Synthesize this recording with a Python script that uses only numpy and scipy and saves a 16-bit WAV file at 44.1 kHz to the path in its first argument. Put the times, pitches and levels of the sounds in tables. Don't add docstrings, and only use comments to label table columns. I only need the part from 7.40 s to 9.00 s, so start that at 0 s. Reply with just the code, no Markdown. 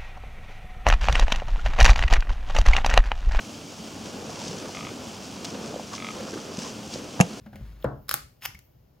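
import sys
import numpy as np
from scipy import signal
from scipy.fft import rfft, irfft
from scipy.io import wavfile

SR = 44100
rng = np.random.default_rng(int(sys.argv[2]) if len(sys.argv) > 2 else 0)


def unload_audio(sound):
    columns = np.transpose(np.atleast_2d(sound))
    steps = np.round(np.clip(columns, -1, 1) * 32767)
    wavfile.write(sys.argv[1], SR, steps.astype(np.int16))


N = 70560

SNAPS = [(0.6827, -45.5, 0.009, 5200, -3.5, -11, 0.5, -5, -20.5),
         (0.6922, -23.5, 0.0019, 5280, -1.5, 0, 0.5, 0, -29.5),
         (0.7117, -21.5, 0.0022, 5050, 2.5, -4.5, 1.5, -8, -24),
         (0.7365, -35.5, 0.0032, 5200, -11.5, -9, -7, -6, -8.5),
         (0.7407, -20.5, 0.002, 5600, 0.5, -15.5, 0, 7.5, -9)]


def snaps():
    # pitch in Hz, width in Hz, level in dB.
    body_modes = [(565, 140, 4.5), (818, 66, 0.5), (1276, 260, 14.5), (1497, 160, 6)]
    # multiple of the edge pitch, width in Hz, level in dB.
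    edge_modes = [(0.741, 380, -3), (.94, 380, -2), (0.999, 280, 5), (1.39, 600, -3.5)]
    # frequency in Hz, level in dB.
    buzz_tone = [(300, -15), (1800, -14.5), (2500, -1.5), (3800, 5), (5200, -1.5), (6200, -12.5), (7500, 7),
                 (9500, 7.5), (11000, 5), (12500, 3), (16000, -4.5)]
    crack_tone = [(1000, -26), (6200, -12.5), (7500, 0), (9500, -1.5), (11500, -4.5), (13500, -2),
                  (15300, 1.5), (16500, -17)]
    thump_tone = [(60, -15), (130, -11.5), (250, 3), (400, -5), (650, -17.5), (820, 10), (1000, -2),
                  (3000, -30.5)]
    rise_s, body_lag_s = 0.00069, 0.00045
    out = np.zeros(N)
    for start, db, decay, edge_hz, *part_levels in SNAPS:
        modes = [(multiple * edge_hz, width, mode_db) for multiple, width, mode_db in edge_modes]
        push = burst(start + body_lag_s, decay / 2)
        knock = ring(push, body_modes)
        edge = ring(burst(start, decay / 2, rise_s), modes)
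        buzz = colour(burst(start, decay, rise_s), buzz_tone)
        crack = colour(burst(start, decay=0.00034, rise=rise_s), crack_tone)
        thump = colour(push, thump_tone)
        for part_db, layer in zip(part_levels, (knock, edge, buzz, crack, thump)):
            out += sized(layer, db + part_db, decay)
    return out


def snap_spread():
    # frequency in Hz, level in dB.
    tone = [(100, -9.5), (250, 7.5), (700, -7), (1400, 7), (2500, 5), (4500, 1), (6200, 0), (9000, -2.5),
            (12000, -1.5), (16000, -12)]
    boost_db = 5
    return sum(sized(colour(burst(start, decay), tone), db + boost_db, decay)
               for start, db, decay, *_ in SNAPS)


def pluck(start=0.4435):
    # pitch in Hz, stiffness, level in dB, decay in seconds,
    # change in overtone level in dB per octave.
    strands = [(69.4, 0.00014, -29, .06, -7.5), (40.69, .00004, -40, 0.062, 0)]
    # frequency in Hz, dB added to an overtone there.
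    tone = [(40, -19.5), (68, -6), (137, 8), (175, -4.5), (215, 0), (290, -0.5), (350, -3.5), (410, 0),
            (520, -3), (750, -0.5), (1000, -4.5), (1400, -6), (1750, -13.5), (2100, -34.5)]
    sag, settle_s, rise_s = 0.031, 0.027, 0.003
    waver_depth, loss_per_khz, uneven_db = 0.0297, 5.7, 2.5
    age = np.maximum(clock() - start, 0)
    glide = (age > 0) * (1 - sag * np.exp(-age / settle_s))
    out = np.zeros(N)
    for pitch, stiffness, db, decay, tilt_db in strands:
        for k, (first_turn, uneven) in enumerate(rng.standard_normal((48, 2)), 1):
            hz = k * pitch * np.sqrt(1 + stiffness * k ** 2)
            waver = 1 + waver_depth * wander(step_s=0.025)
            turns = np.cumsum(hz * glide * waver) / SR + first_turn
            loss = 1 / decay + loss_per_khz * hz / 1000
            gain = undb(db + at(hz, tone) + tilt_db * np.log2(k) + uneven_db * uneven)
            out += gain * np.exp(-age * loss) * np.sin(2 * np.pi * turns)
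    return out * (1 - np.exp(-age / rise_s)) + slap(start)


def slap(start):
    # frequency in Hz, level in dB.
    tone = [(80, -16.5), (200, 0), (350, -7), (520, -1.5), (700, -7.5), (1000, -5.5), (1700, -14.5),
            (2300, -27), (5000, -40), (9000, -65)]
    note_hz, fall_s, note_s, smack_s = 590.4, 0.027, 0.0071, 0.0099
    age = np.maximum(clock() - start, 0)
    turns = note_hz * fall_s * (1 - np.exp(-age / fall_s))
    swell = np.sqrt(age / note_s) * np.exp(-(age / note_s) ** 2)
    smack = sized(colour(burst(start, smack_s), tone), db=-23.5, decay=smack_s)
    return smack + undb(-14.5) * swell * np.sin(2 * np.pi * turns)


def flutter(start=0.2115):
    pitch_hz, overshoot, settle_s = 51.44, 0.39, 0.018
    decay_s, octave_decay_s = 0.18, 0.024
    age = np.maximum(clock() - start, 0)
    hz = (age > 0) * pitch_hz * (1 + overshoot * np.exp(-age / settle_s))
    phase = 2 * np.pi * np.cumsum(hz) / SR
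    low_note = np.exp(-age / decay_s) * np.sin(phase)
    octave = np.exp(-age / octave_decay_s) * np.sin(2 * phase)
    return undb(-34) * (low_note + octave)


def scrape():
    # time in seconds, level in dB.
    levels = [(1.005, -77), (1.017, -52.5), (1.034, -44.5), (1.045, -40), (1.052, -32), (1.061, -36),
              (1.061, -45.5), (1.068, -81)]
    # frequency in Hz, level in dB.
    tone = [(200, -35), (550, -8), (900, 2), (1600, 0.5), (2300, 3.5), (2900, 6), (3800, -5), (5200, 2.5),
            (6300, -7), (8500, -4), (11000, -2), (15000, -2), (16500, -18.5)]
    # start in seconds, level in dB, decay in seconds.
    jumps = [(1.0534, -23.5, .0028), (1.0582, -20, 0.0013)]
    clicks = sum(sized(colour(burst(start, decay), tone), db, decay) for start, db, decay in jumps)
    return friction(tone, levels, slips_per_s=5500) + clicks


def creaks():
    # start in seconds, level in dB, pitch in Hz, width in Hz, decay in seconds.
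    squeaks = [(0.4247, -48, 3300, 501, 0.0037), (1.021, -43.5, 2400, 1100, 0.008),
               (1.148, -42, 2173, 220, 0.0041)]
    out = np.zeros(N)
    for start, db, hz, width, decay in squeaks:
        squeak = ring(burst(start, decay), [(hz, width, 0)])
        out += sized(ring(squeak, [(hz, 2 * width, 0)]), db, decay)
    return out


def twangs():
    # start in seconds, level in dB, pitch in Hz, decay in seconds.
    notes = [(.064, -43, 213.6, 0.036), (.135, -48.5, 140.3, 0.034), (.15, -46, 208.2, 0.069),
             (0.74, -42.5, 130.4, 0.026), (1.09, -38.5, 109.8, 0.005), (1.141, -42.5, 73.9, 0.028)]
    # multiple of the pitch, dB added.
    partials = [(1, 2), (2.65, -10.5)]
    out = np.zeros(N)
    for start, db, hz, decay in notes:
        age = np.maximum(clock() - start, 0)
        for multiple, part_db in partials:
            phase = 2 * np.pi * hz * multiple * age
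            soft_start = 1 - np.exp(-phase)
            out += undb(db + part_db) * soft_start * np.exp(-age / decay) * np.sin(phase)
    return out


def taps():
    # start in seconds, level in dB, decay in seconds, then dB added for thud, tick and hiss.
    touches = [(0.0612, -44.5, 0.011, 2, -9.5, -27.5), (.129, -47.5, 0.027, 3, -10, -23),
               (.157, -48.5, 0.0082, 7, 2, -5), (0.443, -42.5, 0.0018, -24, 0.5, 1.5),
               (1.146, -51, 0.0046, -20, 1, 1), (1.1907, -50.5, 0.0021, -15, -11, 6.5)]
    # frequency in Hz, level in dB.
    thud_tone = [(60, -10), (130, -2), (220, 3.5), (400, -15), (750, -3.5), (1100, -18), (1600, -8),
                 (3500, -54)]
    tick_tone = [(400, -19.5), (1400, -10), (2100, -1.5), (2600, -8.5), (3600, -13.5), (9000, -28.5),
                 (16000, -36.5)]
    hiss_tone = [(1000, -18), (3500, -10.5), (5500, -9.5), (9000, -6.5), (12000, -11), (15000, -12.5)]
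    out = np.zeros(N)
    for start, db, decay, *part_levels in touches:
        touch = burst(start, decay)
        for part_db, tone in zip(part_levels, (thud_tone, tick_tone, hiss_tone)):
            out += sized(colour(touch, tone), db + part_db, decay)
    return out


def rustle():
    # time in seconds, level in dB.
    levels = [(0, -66), (.12, -69.5), (.18, -61.5), (.27, -59), (.38, -64.5), (0.431, -59.5), (.5, -76.5),
              (.62, -87.5), (0.681, -67.5), (.95, -85.5), (1.13, -77), (1.22, -86), (1.321, -79),
              (1.6, -88)]
    # frequency in Hz, level in dB.
    tone = [(300, 8), (1000, 4.5), (2200, 1), (4000, -3), (6500, -10.5), (9000, -7.5), (12000, -15),
            (15000, -12)]
    return friction(tone, levels, slips_per_s=9800)


def hands():
    # time in seconds, level in dB.
    rumble_levels = [(0, -47.5), (.1, -51.5), (.19, -46.5), (.3, -50.5), (.6, -55.5), (.8, -54), (.88, -54),
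                     (.97, -66), (1.07, -54), (1.16, -54), (1.23, -63.5), (1.3, -68), (1.37, -56.5),
                     (1.6, -68)]
    whisper_levels = [(0, -92), (.38, -86.5), (.425, -60), (.47, -87), (.63, -68), (.7, -76), (1.15, -79),
                      (1.25, -68), (1.36, -77.5), (1.6, -88)]
    # frequency in Hz, level in dB.
    rumble_tone = [(20, -31), (45, -5.5), (68, -0.5), (95, -5.5), (130, -1), (190, -17.5), (300, -23),
                   (1000, -54)]
    whisper_tone = [(8000, -21.5), (12000, -7), (14500, 5), (16000, -5.5)]
    rumble = unit(colour(noise(), rumble_tone)) * curve(rumble_levels)
    whisper = unit(colour(noise(), whisper_tone)) * curve(whisper_levels)
    return rumble + whisper


def room_echo(x):
    # frequency in Hz, seconds to fade by 60 dB.
    fade_times = [(150, 0.49), (600, 0.2541), (1500, 0.2948), (5000, 0.35), (10000, 0.33), (15000, 0.17)]
    # frequency in Hz, level in dB.
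    tone = [(100, -11), (500, -9.5), (1400, -8), (3000, -10.5), (5500, -8), (9000, -9), (14000, -12)]
    rise_s = 0.0014
    t, tail = clock(), 0
    walls = rfft(diffuse_noise(), 2 * N)
    centres_hz = 125 * 2. ** np.arange(8)
    for hz, pick in zip(centres_hz, np.eye(len(centres_hz))):
        octave = irfft(walls * at(bins(), list(zip(centres_hz, pick))))[:, :N]
        loss = np.log(1000) / at(hz, fade_times)
        tail += octave * np.exp(-loss * t) * np.sqrt(2 * loss / SR)
    tail = colour(tail * (1 - np.exp(-t / rise_s)), tone)
    return signal.fftconvolve(x[None], tail, axes=1)[:, :N]


def room_air():
    # frequency in Hz, level in dB.
    tone = [(20, 1), (60, 6), (150, 2.5), (300, -5), (600, -8.5), (1200, -20), (2500, -28), (5000, -28),
            (9000, -33.5), (12000, -33), (15000, -25.5), (17000, -35)]
    return undb(-62.5) * unit(colour(diffuse_noise(), tone))


def diffuse_noise():
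    # frequency in Hz, dB of the side signal against the middle one.
    width = [(60, -14), (150, -12.5), (300, -3), (600, 1.5), (3000, -1.5), (6000, -0.5), (9000, -15.5),
             (12000, -17)]
    mid, side = noise(), colour(noise(), width)
    return np.array([mid + side, mid - side])


def friction(tone, levels, slips_per_s):
    slips = (rng.random(N) < slips_per_s / SR) * noise()
    return unit(colour(slips + 0.083 * noise(), tone)) * curve(levels)


def burst(start, decay, rise=0, size=4096):
    age = np.arange(size) / SR
    envelope = (1 - np.exp(-age / (rise + 1 / SR))) * np.exp(-age / decay)
    spectrum = rfft(rng.standard_normal(size) * envelope)
    even = irfft(spectrum / (np.abs(spectrum) + 1e-12))
    out, first = np.zeros(N), int(start * SR)
    out[first:first + size] = even * envelope ** .25
    return out


def ring(x, modes):
    return sum(undb(db) * signal.lfilter(*signal.iirpeak(hz, hz / width, SR), x)
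               for hz, width, db in modes)


def colour(x, tone, size=8192):
    half = size // 2
    gains = undb(at(np.arange(half + 1) * SR / size, tone))
    cepstrum = irfft(np.log(gains))
    cepstrum[1:half] *= 2
    cepstrum[half + 1:] = 0
    response = irfft(np.exp(rfft(cepstrum)))
    return signal.oaconvolve(x, response.reshape((1,) * (x.ndim - 1) + (-1,)), axes=-1)[..., :N]


def sized(x, db, decay):
    return x * undb(db) * np.sqrt(decay * SR / 2 / np.sum(x ** 2))


def wander(step_s):
    points = rng.standard_normal(400)
    return np.interp(clock() / step_s, np.arange(len(points)), points)


def curve(levels):
    return undb(np.interp(clock(), *np.array(levels).T))


def at(hz, table):
    rows = np.array(table, float)
    return np.interp(np.log(np.maximum(hz, 1)), np.log(rows[:, 0]), rows[:, 1])


def undb(db):
    return 10 ** (np.asarray(db) / 20)


def unit(x):
    return x / np.sqrt(np.mean(x ** 2))


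def clock():
    return np.arange(N) / SR


def bins():
    return np.arange(N + 1) * SR / (2 * N)


def noise():
    return rng.standard_normal(N)


def scene():
    handling = scrape() + creaks() + rustle() + taps() + pluck() + twangs()
    cracks = snaps()
    into_room = handling + undb(-3) * cracks + snap_spread()
    background = hands() + room_air()
    return cracks + handling + flutter() + room_echo(into_room) + background


def record(dry):
    # frequency in Hz, radians by which the left side leads.
    left_lead = [(20, 0), (1700, 0.38), (2500, 0.5), (5000, 0.84), (6000, 2), (7700, -3), (9200, -2.5),
                 (11000, -5.3), (12500, -5.8), (16000, -6.4)]
    # frequency in Hz, left minus right in dB.
    balance = [(60, 1.5), (1400, 1.5), (2800, 2), (5000, 3.5), (7500, 3.5), (9500, -1.5), (13000, 0)]
    low_cut_hz, top_hz = 35, 16400
    left = undb(at(bins(), balance) / 2)
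    right = np.exp(-1j * at(bins(), left_lead)) / left
    heard = irfft(rfft(dry, 2 * N) * np.array([left, right]))[:, :N]
    heard = signal.sosfilt(signal.butter(2, low_cut_hz, "high", fs=SR, output="sos"), heard)
    return signal.sosfilt(signal.ellip(8, .2, 70, top_hz, fs=SR, output="sos"), heard)


dry = scene()
out = record(dry)
unload_audio(out)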